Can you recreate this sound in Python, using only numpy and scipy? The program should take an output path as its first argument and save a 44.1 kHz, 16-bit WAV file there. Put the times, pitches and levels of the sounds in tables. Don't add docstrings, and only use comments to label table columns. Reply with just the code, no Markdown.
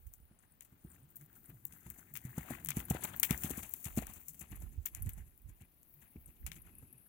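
import sys
import numpy as np
from scipy import signal
from scipy.fft import rfft, irfft
from scipy.io import wavfile

SR = 44100
rng = np.random.default_rng(int(sys.argv[2]) if len(sys.argv) > 2 else 0)


def output_pcm(signal):
    pcm = np.clip(np.atleast_2d(signal).T, -1, 1) * 32767
    wavfile.write(sys.argv[1], SR, np.round(pcm).astype(np.int16))


N = 312228
T = np.arange(N) / SR
FREQ_HZ = np.arange(N // 2 + 1) * SR / N

# landing_s, thump_db, thump_hz, knock_db, crunch_db, sand_hiss_db, shudder_db (re thump), thrown_db
HOOF_LANDINGS = [(0.205, -58, 150, -85, -101, -80, -17, -95), (0.315, -53, 180, -73, -100, -90, -14, -94),
                 (0.431, -70, 133, -77, -84, -74, -5, -73), (0.729, -50.5, 132, -77, -85, -80, -10, -74),
                 (0.852, -41, 181, -70, -94, -79.5, -7.5, -79), (0.949, -64, 175, -70, -91, -68, -3, -68),
                 (1.216, -62, 141, -90, -80, -67, 3, -75), (1.359, -56, 116, -78, -91, -67, -9.5, -72),
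                 (1.496, -47.5, 117, -68, -92, -84, -2.5, -67.5),
                 (1.737, -51, 145, -82, -78, -64.5, -16, -64.5),
                 (1.867, -42.5, 149, -63, -77, -63, -8, -63), (1.908, -50, 151, -74, -77, -59.5, -9, -72),
                 (1.99, -51.5, 202, -62, -71, -56, -14, -74),
                 (2.256, -33.5, 137, -74, -68, -55.5, -16.5, -63.5),
                 (2.383, -26, 181, -40, -55, -49.5, -18, -54.5),
                 (2.509, -31.5, 213, -40.5, -91, -48.5, -7, -46),
                 (2.774, -23.5, 194, -55, -56, -45.5, -18, -51),
                 (2.912, -20.5, 165, -31.5, -56.5, -48, -17, -55),
                 (2.951, -34, 270, -39.5, -79, -57, -11, -48), (3.05, -36, 191, -55, -88, -49.5, -21, -44),
                 (3.136, -48.5, 151, -67, -68, -66, -4, -56),
                 (3.312, -20, 176, -38, -48.5, -41, -18.5, -54),
                 (3.449, -27, 197, -64, -58, -43, -17.5, -51),
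                 (3.509, -30, 298, -66, -54.5, -41.5, -14.5, -58.5),
                 (3.581, -33.5, 211, -56, -62, -45, -11.5, -53), (3.632, -49, 136, -76, -59, -55, -1, -65),
                 (3.866, -36, 120, -75, -53, -58, -14.5, -83),
                 (3.978, -21, 213, -36.5, -51.5, -42.5, -18, -75),
                 (3.987, -24, 206, -66, -65, -47.5, -35, -69),
                 (4.024, -52, 190, -45, -73, -54.5, 0.5, -54.5), (4.1, -49, 170, -63, -75.5, -60, -5, -56),
                 (4.169, -56.5, 150, -65, -69, -60, -1, -71.5), (4.415, -51.5, 185, -86, -60, -48, -1, -75),
                 (4.521, -38.5, 106, -86, -58, -59.5, -8.5, -69),
                 (4.563, -48, 105, -74, -75.5, -66, -19, -71), (4.623, -50.5, 124, -57, -95, -58, 3.5, -63),
                 (4.729, -55.5, 110, -80, -82, -66.5, 1, -80), (4.97, -48, 90, -69.5, -86, -61, -13, -63),
                 (5.067, -37, 129, -68, -73.5, -61, -6, -65.5),
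                 (5.182, -45, 132, -63, -98, -60.5, -11.5, -67.5),
                 (5.269, -60, 120, -80, -86, -74, -4, -89), (5.496, -47.5, 94, -84, -74, -61.5, -9.5, -79),
                 (5.615, -51.5, 136, -68, -71.5, -66.5, -3, -83), (6.025, -65, 190, -75, -69, -64, 1, -74),
                 (6.162, -39, 197, -61, -93, -89, -10, -76), (6.286, -55.5, 133, -63, -87, -67, -6, -72),
                 (6.363, -79, 182, -86, -85, -75, -7, -90), (6.479, -52, 133, -65, -71, -70, -3, -71),
                 (6.565, -52, 128, -72, -70, -56.5, -3, -82), (6.674, -56, 136, -67, -72, -77, -5, -68),
                 (6.829, -50, 303, -67, -93, -75, -1, -73), (6.931, -61.5, 200, -81, -89, -89, -13, -84)]
# freq_hz, gain_db
SAND_HISS_COLOUR = [(3000, -13), (5200, -19), (6300, -1), (7500, 2), (9000, -2.5), (11000, 2.5),
                    (13000, 0.5), (15500, -4.5)]
# freq_hz, gain_db
RUMBLE_COLOUR = [(25, -33.5), (60, 4), (130, -1), (240, -4), (380, -11.5), (700, -41.5), (1500, -49.5)]


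def amp(db):
    return 10 ** (np.asarray(db) / 20)


def curves(table):
    time_s, *columns = np.transpose(table)
    return [np.interp(T, time_s, column) for column in columns]


def response(points):
    hz, db = np.transpose(points)
    return amp(np.interp(np.log(FREQ_HZ + 1), np.log(hz), db))


def colour(x, points):
    gain = response(points)
    unit_gain = gain / np.sqrt(np.mean(gain ** 2))
    cepstrum = irfft(np.log(unit_gain), N)
    cepstrum[1:N // 2] *= 2
    cepstrum[N // 2 + 1:] = 0
    return irfft(rfft(x) * np.exp(rfft(cepstrum)), N)


def walk(rate_hz):
    knots = rng.standard_normal(4096)
    return np.interp(T * rate_hz, np.arange(len(knots)), knots)


def grains(spread_db, size=12):
    draws = np.minimum(rng.exponential(size=N // size + 1), 2 * np.pi)
    sizes = np.repeat(amp(spread_db * draws), size)[:N]
    return rng.standard_normal((2, N)) * sizes / np.sqrt(np.mean(sizes ** 2))


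def bursts(times_s, levels_db, rise_s, fall_s):
    power = np.zeros(N)
    for s, db in zip(times_s, levels_db):
        near = slice(max(int(s * SR) - SR // 8, 0), int(s * SR) + SR // 3)
        t = T[near] - s
        power[near] += (amp(db) * np.exp(np.minimum(t / rise_s, -t / fall_s))) ** 2
    return np.sqrt(power)


def thuds(times_s, levels_db, pitches_hz, cycles):
    out = np.zeros(N)
    for s, db, hz in zip(times_s, levels_db, pitches_hz):
        near = slice(int(s * SR), int(s * SR) + SR // 10)
        turns = np.maximum(T[near] - s, 0) * hz
        u = turns / cycles
        envelope = (u * np.exp(1 - u)) ** 2
        out[near] -= amp(db) * envelope * np.sin(2 * np.pi * turns)
    return out


def hooves(sand):
    # freq_hz, gain_db
    knock_colour = [(200, -13.5), (400, 0.5), (750, 7.5), (1050, -11.5), (1600, -29.5)]
    s, thump_db, hz, knock_db, crunch_db, hiss_db, shudder_db, _ = np.transpose(HOOF_LANDINGS)

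    thump = thuds(s - 0.823 / hz, thump_db, hz, cycles=0.47)
    shudder_env = bursts(s + 0.0035, thump_db + shudder_db, rise_s=0.0073, fall_s=0.017)
    shudder = colour(rng.standard_normal(N) * shudder_env, RUMBLE_COLOUR)
    knock = rng.standard_normal(N) * bursts(s - .001, knock_db + 5.0, rise_s=0.0016, fall_s=0.0011)
    crumble_env = bursts(s + 0.003, thump_db - 40.5, rise_s=0.0059, fall_s=0.064)
    crumble = grains(spread_db=3.5, size=90)[0] * crumble_env
    crunch = sand * bursts(s + .001, crunch_db + 6.0, rise_s=.005, fall_s=.024)
    hiss_env = bursts(s - .002, hiss_db + 9.0, rise_s=0.0069, fall_s=0.0098)
    hiss = colour(grains(spread_db=4.5) * hiss_env, SAND_HISS_COLOUR)
    return thump + shudder + colour(knock + crumble, knock_colour) + crunch + hiss


def grit(spread_db, lump_db):
    # time_s, peak_hz, lift_db
    path = [(0, 1660, 8), (1.0, 1540, 7.5), (2.0, 1680, 12), (3.0, 2320, -1), (4.0, 2520, 4),
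            (5.0, 2130, 9), (6.0, 2220, 12), (7.08, 2500, 0.5)]
    # freq_hz, gain_db
    crunch_colour = [(300, 3), (500, -10), (780, 2.5), (1100, -3), (1600, -1), (2300, -1.5), (3200, -8.5),
                     (4200, -14.5)]
    peak_hz, lift_db = curves(path)
    colour_hz, colour_db = np.transpose(crunch_colour)
    out, power = 0, 0
    for hz in np.geomspace(330, 4000, 11):
        band_shape = [(hz / 2, -45), (hz * .85, -3), (hz, 0), (hz * 1.15, -3), (hz * 1.6, -40)]
        band = colour(grains(spread_db, size=40), band_shape)
        lift = lift_db * np.exp(-(np.log2(hz / peak_hz) / .4) ** 2)
        base_db = np.interp(np.log(hz), np.log(colour_hz), colour_db)
        gain = amp(base_db + lift) * np.sqrt(hz)
        out = out + band * gain * amp(lump_db * walk(70))
        power = power + gain ** 2
    return out / np.sqrt(power)


def clods(count=1700):
    when, size, pitch = rng.random((count, 3)).T
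    times_s = when * (N / SR - .11)
    levels_db = -3.0 * np.log(size + .01)
    pats = thuds(times_s, levels_db, 650 * 4.6 ** pitch, cycles=1.3)
    return pats / np.std(pats)


def spray(sand):
    # time_s, coarse_db, fine_db
    trickle = [(0.0, -82, -85), (0.37, -83, -93), (0.75, -80, -88), (1.69, -76.5, -80.5), (1.87, -71, -72),
               (2.13, -73.5, -77), (2.6, -64.5, -69), (2.72, -74, -72.5), (3.47, -64, -60.5),
               (3.67, -72.5, -61.5), (4.73, -86, -79), (5.09, -71, -76.5), (5.34, -85.5, -87.5),
               (6.35, -83.5, -89), (6.64, -80, -84), (7.08, -79, -93)]
    s, *_, thrown_db = np.transpose(HOOF_LANDINGS)
    thrown = bursts(s + 0.002, thrown_db, rise_s=0.04, fall_s=0.048)
    coarse_db, fine_db = curves(trickle)
    coarse = .88 * sand + .4 * clods()
    patter = coarse * np.hypot(thrown, amp(coarse_db + 1.0)) * amp(2.0 * walk(60))
    fine = grains(spread_db=2.0) * amp(3.2 * walk(90))
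    fine_env = np.hypot(thrown * amp(-4), amp(fine_db + 7.5))
    return patter + colour(fine, SAND_HISS_COLOUR) * fine_env


def tack():
    # time_s, snap_db, tick_db, slap_db, rattle_db (re snap and tick)
    strikes = [(0.0688, -62, -45, -73, -10), (0.1378, -52.5, -38, -73, -12.5),
               (0.6082, -47, -45, -55.5, -23), (0.6207, -69, -66, -65, 7), (0.6502, -63, -62, -70, -3),
               (1.104, -70, -48, -87, -7), (1.157, -72, -40, -77, 1), (1.1656, -67, -44.5, -69, 0),
               (1.653, -56, -21.5, -83, -24), (1.666, -61.5, -51, -93, -1), (1.723, -63.5, -67, -64, 3),
               (1.9021, -45, -27, -62, -18), (2.139, -57, -31, -72, -7), (2.1545, -50, -42, -43, -2),
               (2.165, -52, -43, -41.5, -0.5), (2.1724, -40, -25, -50.5, -31),
               (2.648, -45.5, -22, -73, -19), (2.66, -41, -45, -49, -25), (2.6719, -43, -38, -77, -31),
               (2.6875, -31.5, -19, -34.5, -17), (2.7054, -32, -45, -35.5, -22),
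               (2.793, -48, -33, -49, -2.5), (2.9001, -37, -22, -45, -10), (3.0363, -53, -40, -49, 11),
               (3.0507, -39, -39, -71, -22), (3.1635, -51, -26, -72, -15), (3.199, -32.5, -16, -61, -24),
               (3.2311, -22, -17, -25, -13), (3.2364, -38, -17, -54, -11), (3.247, -46, -25, -56, -3.5),
               (3.3083, -30, -25, -33, -18), (3.3276, -40.5, -48, -51, -25), (3.3772, -41.5, -32, -63, -14),
               (3.4357, -34.5, -21, -39, -13.5), (3.4556, -46, -29, -45, -19), (3.6315, -54, -59, -51, 3.5),
               (3.738, -38, -17, -53.5, -32), (3.8435, -45, -46, -55, -0.5), (3.8542, -42.5, -48, -45, -4),
               (4.0688, -42.5, -56, -81, -27), (4.1372, -47, -54, -96, -8.5),
               (4.2836, -45, -37, -63.5, -1.5), (4.3446, -60, -43, -64, -8), (4.394, -52, -37, -75, -7),
               (4.8559, -51, -32, -48, 2), (4.8657, -53, -46, -45, -2), (4.9491, -37.5, -49, -53.5, -20),
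               (5.0225, -58.5, -56, -87, -4), (5.093, -45.5, -28, -55, -16), (5.1351, -66, -60, -81, -25),
               (5.377, -71, -45, -87, -24), (5.419, -74, -49, -90, -24), (5.831, -58.5, -52, -83, -19),
               (6.4651, -38, -46, -42, -11.5), (6.5174, -50, -59, -42.5, -8), (6.565, -61, -66, -57, -17)]
    # freq_hz, gain_db
    slap_colour = [(400, -27), (900, -13.5), (1500, -7.5), (2200, 0.5), (3300, -4), (4300, -14.5),
                   (6000, -11.5), (9000, -29.5)]
    snap_colour = [(2500, -25.5), (5000, -22), (6200, -4), (7500, -1), (9000, -2.5), (11500, -0.5),
                   (13000, -0.5), (16000, -9)]
    tick_colour = [(5000, -64.5), (8000, -16), (11000, -20), (12700, -9.5), (14500, -5), (16000, -6)]
    s, snap_db, tick_db, slap_db, rattle_db = np.transpose(strikes)

    def strike(db, tail_db, points):
        crack = np.zeros(N)
        crack[(s * SR).astype(int)] = amp(db + 22.0)
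        bounces = rng.standard_normal((2, N)) * bursts(s, db + 3.5, rise_s=.0005, fall_s=.0018)
        tail_env = bursts(s + 0.00047, tail_db + 7.0, rise_s=0.00063, fall_s=0.012)
        tail = grains(spread_db=4.0) * tail_env
        return colour(crack + bounces + tail, points)

    slap = strike(slap_db - 4.5, slap_db - 11.0, slap_colour)
    snap = strike(snap_db + 0.5, snap_db + rattle_db + 3.0, snap_colour)
    tick = strike(tick_db - 8.0, tick_db + rattle_db - 6.5, tick_colour)
    return slap + snap + tick


def links():
    # start_s, level_db, centre_hz
    rings = [(0.389, -62, 9200), (0.521, -64, 9800), (0.901, -60, 9450), (0.9154, -58, 8500),
             (1.029, -66, 9800), (1.0899, -69, 9700), (1.163, -56, 13500), (1.238, -62, 12700),
             (1.457, -58.5, 9950), (2.852, -45.5, 11800), (3.008, -49, 10800), (4.557, -51, 11900),
             (4.602, -56, 11600), (5.022, -39.5, 12400), (5.133, -48, 11300), (6.2588, -50.5, 10800),
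             (6.6184, -51.5, 11300), (6.7516, -57, 11200), (6.783, -50.5, 11000), (6.927, -51, 11900),
             (6.9791, -58, 11000)]
    out, t = np.zeros((2, N)), T[:SR // 10]
    for s, db, hz in rings:
        modes_hz = hz * (1 + .11 * rng.standard_normal((24, 1)))
        phase = rng.uniform(0, 2 * np.pi, (2, len(modes_hz), 1))
        cluster = np.sin(2 * np.pi * modes_hz * t + phase).sum(axis=1)
        ring = cluster * np.exp(-t / 0.0047) * (1 - np.exp(-t / 0.00047))
        i = int(s * SR)
        out[:, i:i + len(t)] += amp(db - 3.5) * ring[:, :N - i]
    return out


def rustle():
    # time_s, level_db
    rustle_levels = [(0.0, -71), (0.34, -81), (0.69, -76), (1.06, -72), (1.18, -78), (2.21, -69),
                     (2.31, -62), (2.98, -63), (3.37, -54.5), (4.26, -62), (4.4, -72), (5.6, -80)]
    # peak_s, level_db
    brushes = [(0.07, -76), (0.92, -68), (1.12, -70), (1.22, -63), (1.37, -61), (1.48, -64), (1.58, -70),
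               (1.76, -61), (1.99, -63), (2.3, -60), (2.39, -68), (2.8, -59), (3.42, -56), (3.6, -61),
               (3.79, -57)]
    db, = curves(rustle_levels)
    s, swish_db = np.transpose(brushes)
    swishes = bursts(s, swish_db, rise_s=0.044, fall_s=.04)
    crackle_colour = [(6000, -24.5), (9000, -8), (12000, -12.5), (14000, 3.5), (15400, 7), (16500, -19)]
    crackle = colour(grains(spread_db=4.0), crackle_colour)
    flutter_db = 1.8 * walk(60) + 1.5 * walk(12)
    return crackle * np.hypot(amp(db), swishes) * amp(5.0 + flutter_db)


def hoots():
    # middle_s, level_db, pitch_hz (at the middle), glide_octaves_per_s
    tones = [(1.04, -56.5, 133.7, 6), (1.226, -54.5, 145, 4.5), (1.547, -53.5, 136.7, -14.5),
             (1.66, -58, 137, 9), (2.15, -54, 144, -1.5), (2.287, -47, 124, -1), (2.65, -55, 156.7, 2.5),
             (2.695, -44.5, 148.2, -5), (4.30, -62, 153, 4.5), (5.98, -62.5, 145.7, -1.5),
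             (6.508, -57, 160.7, 2.5), (6.95, -62, 136, -5.5)]
    out = np.zeros(N)
    for s, db, hz, glide in tones:
        near = np.abs(T - s) < .1
        t = T[near] - s
        turns = np.cumsum(hz * 2 ** (glide * t)) / SR
        swell = np.exp(-(t / 0.029) ** 2)
        out[near] += amp(db - 0.5) * swell * np.sin(2 * np.pi * (turns + rng.random()))
    return out


def insects():
    # start_s, end_s, level_db, pitch_hz
    bouts = [(0.0, 0.506, -79, 10000), (0.816, 1.0, -74.5, 9650), (1.395, 2.0, -70.5, 12100),
             (4.507, 4.694, -62, 11400), (4.897, 5.277, -65.5, 11450), (5.3, 7.08, -73.5, 11100),
             (5.3, 7.08, -74.5, 14300), (5.8, 6.6, -69, 12400), (5.902, 6.598, -68, 15200),
             (6.55, 7.085, -65, 11300), (6.65, 7.08, -77, 12600), (6.7, 7.002, -81, 2620)]
    fade_s = 0.051
    out = 0
    for start, end, db, hz in bouts:
        band_shape = [(hz * .65, -35), (hz * .88, -11), (hz, 0), (hz * 1.12, -11), (hz * 1.4, -30)]
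        rasp = colour(grains(spread_db=2.5), band_shape)
        throb_db = 3.2 * walk(75) + 1.5 * walk(14)
        gate = np.clip(np.minimum(T - start, end - T) / fade_s + 1, 0, 1)
        out = out + rasp * gate * amp(db + throb_db)
    return out


def wind():
    # peak_s, level_db, rise_s, fall_s
    gusts = [(0.08, -58, 0.055, 0.041), (0.23, -60, 0.031, 0.041), (3.14, -65, 0.058, 0.027),
             (4.0, -53, 0.14, 0.11), (4.62, -50, 0.13, .1), (4.79, -44.5, 0.052, 0.025),
             (5.031, -39.5, 0.045, 0.063), (5.21, -48.5, 0.037, 0.038), (5.46, -50.5, 0.019, 0.06),
             (6.28, -58.5, 0.036, .03), (6.43, -48, 0.015, 0.11), (6.8, -63, 0.038, 0.064)]
    # time_s, level_db
    rumble_levels = [(0.0, -79), (0.75, -75.5), (0.93, -70.5), (1.89, -70), (2.84, -56.5), (3.27, -61),
                     (3.47, -57), (3.65, -68.5), (3.94, -68), (4.38, -70.5), (4.63, -65.5), (4.79, -68),
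                     (5.15, -74), (5.84, -78.5), (6.72, -65), (7.08, -73.5)]
    # time_s, level_db, pitch_hz
    eddies = [(0.065, -42, 59.2), (4.633, -39.5, 75.4), (4.778, -31.5, 72.5), (4.996, -43, 53),
              (5.028, -34, 70.6), (5.069, -30.5, 83.4), (6.444, -41, 52)]
    # freq_hz, gain_db
    buffet_colour = [(15, -30), (30, -6.5), (50, 1), (80, -3), (130, -15), (300, -34.5), (800, -75)]
    steady_breeze = amp(-77)
    swell = steady_breeze + sum(bursts([s], [db], rise, fall) for s, db, rise, fall in gusts)
    rumble_db, = curves(rumble_levels)
    shared, own = rng.standard_normal(N), rng.standard_normal((2, N))
    turbulence = shared * np.array([[.45], [.9]]) + own * np.array([[.3], [1.1]])
    buffet = colour(turbulence, buffet_colour) * swell
    rumble = colour(shared + .25 * own, RUMBLE_COLOUR) * amp(rumble_db + 1.5 + 1.8 * walk(18))
    s, db, hz = np.transpose(eddies)
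    pops = thuds(s - .002, db - 1.5, hz, cycles=0.68) * np.array([[.3], [1.7]])
    return buffet + rumble + pops


def country():
    # freq_hz, gain_db
    air_colour = [(20, -4.5), (100, -2), (300, -12), (600, -14), (1800, -22.5), (3500, -24.5), (6000, -30),
                  (9000, -56.5), (16000, -23)]
    return colour(rng.standard_normal((2, N)), air_colour) * amp(-74.0 + 1.0 * walk(2.3))


def scene():
    # freq_hz, gain_db (re left)
    shade = [(150, 1), (380, -5.5), (700, -9.5), (1300, -20.5), (2400, -28.5), (4400, -9.5), (7500, -38),
             (9500, -9.5), (11500, -10), (13500, -8), (15500, -14.5)]
    right_lag_s = .00014
    sand = grit(spread_db=3.3, lump_db=2.2) * amp(3.2 * walk(190) - .8)
    near = hooves(sand) + spray(sand) + tack() + links() + rustle() + hoots() + insects()
    lag = np.exp(-2j * np.pi * FREQ_HZ * right_lag_s)
    near[1] = irfft(rfft(near[1]) * response(shade) * lag, N)
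    return near + wind() + country()


def record(dry):
    top_hz = 15900
    return signal.sosfilt(signal.ellip(8, .2, 70, top_hz, fs=SR, output="sos"), dry)


dry = scene()
out = record(dry)
output_pcm(out)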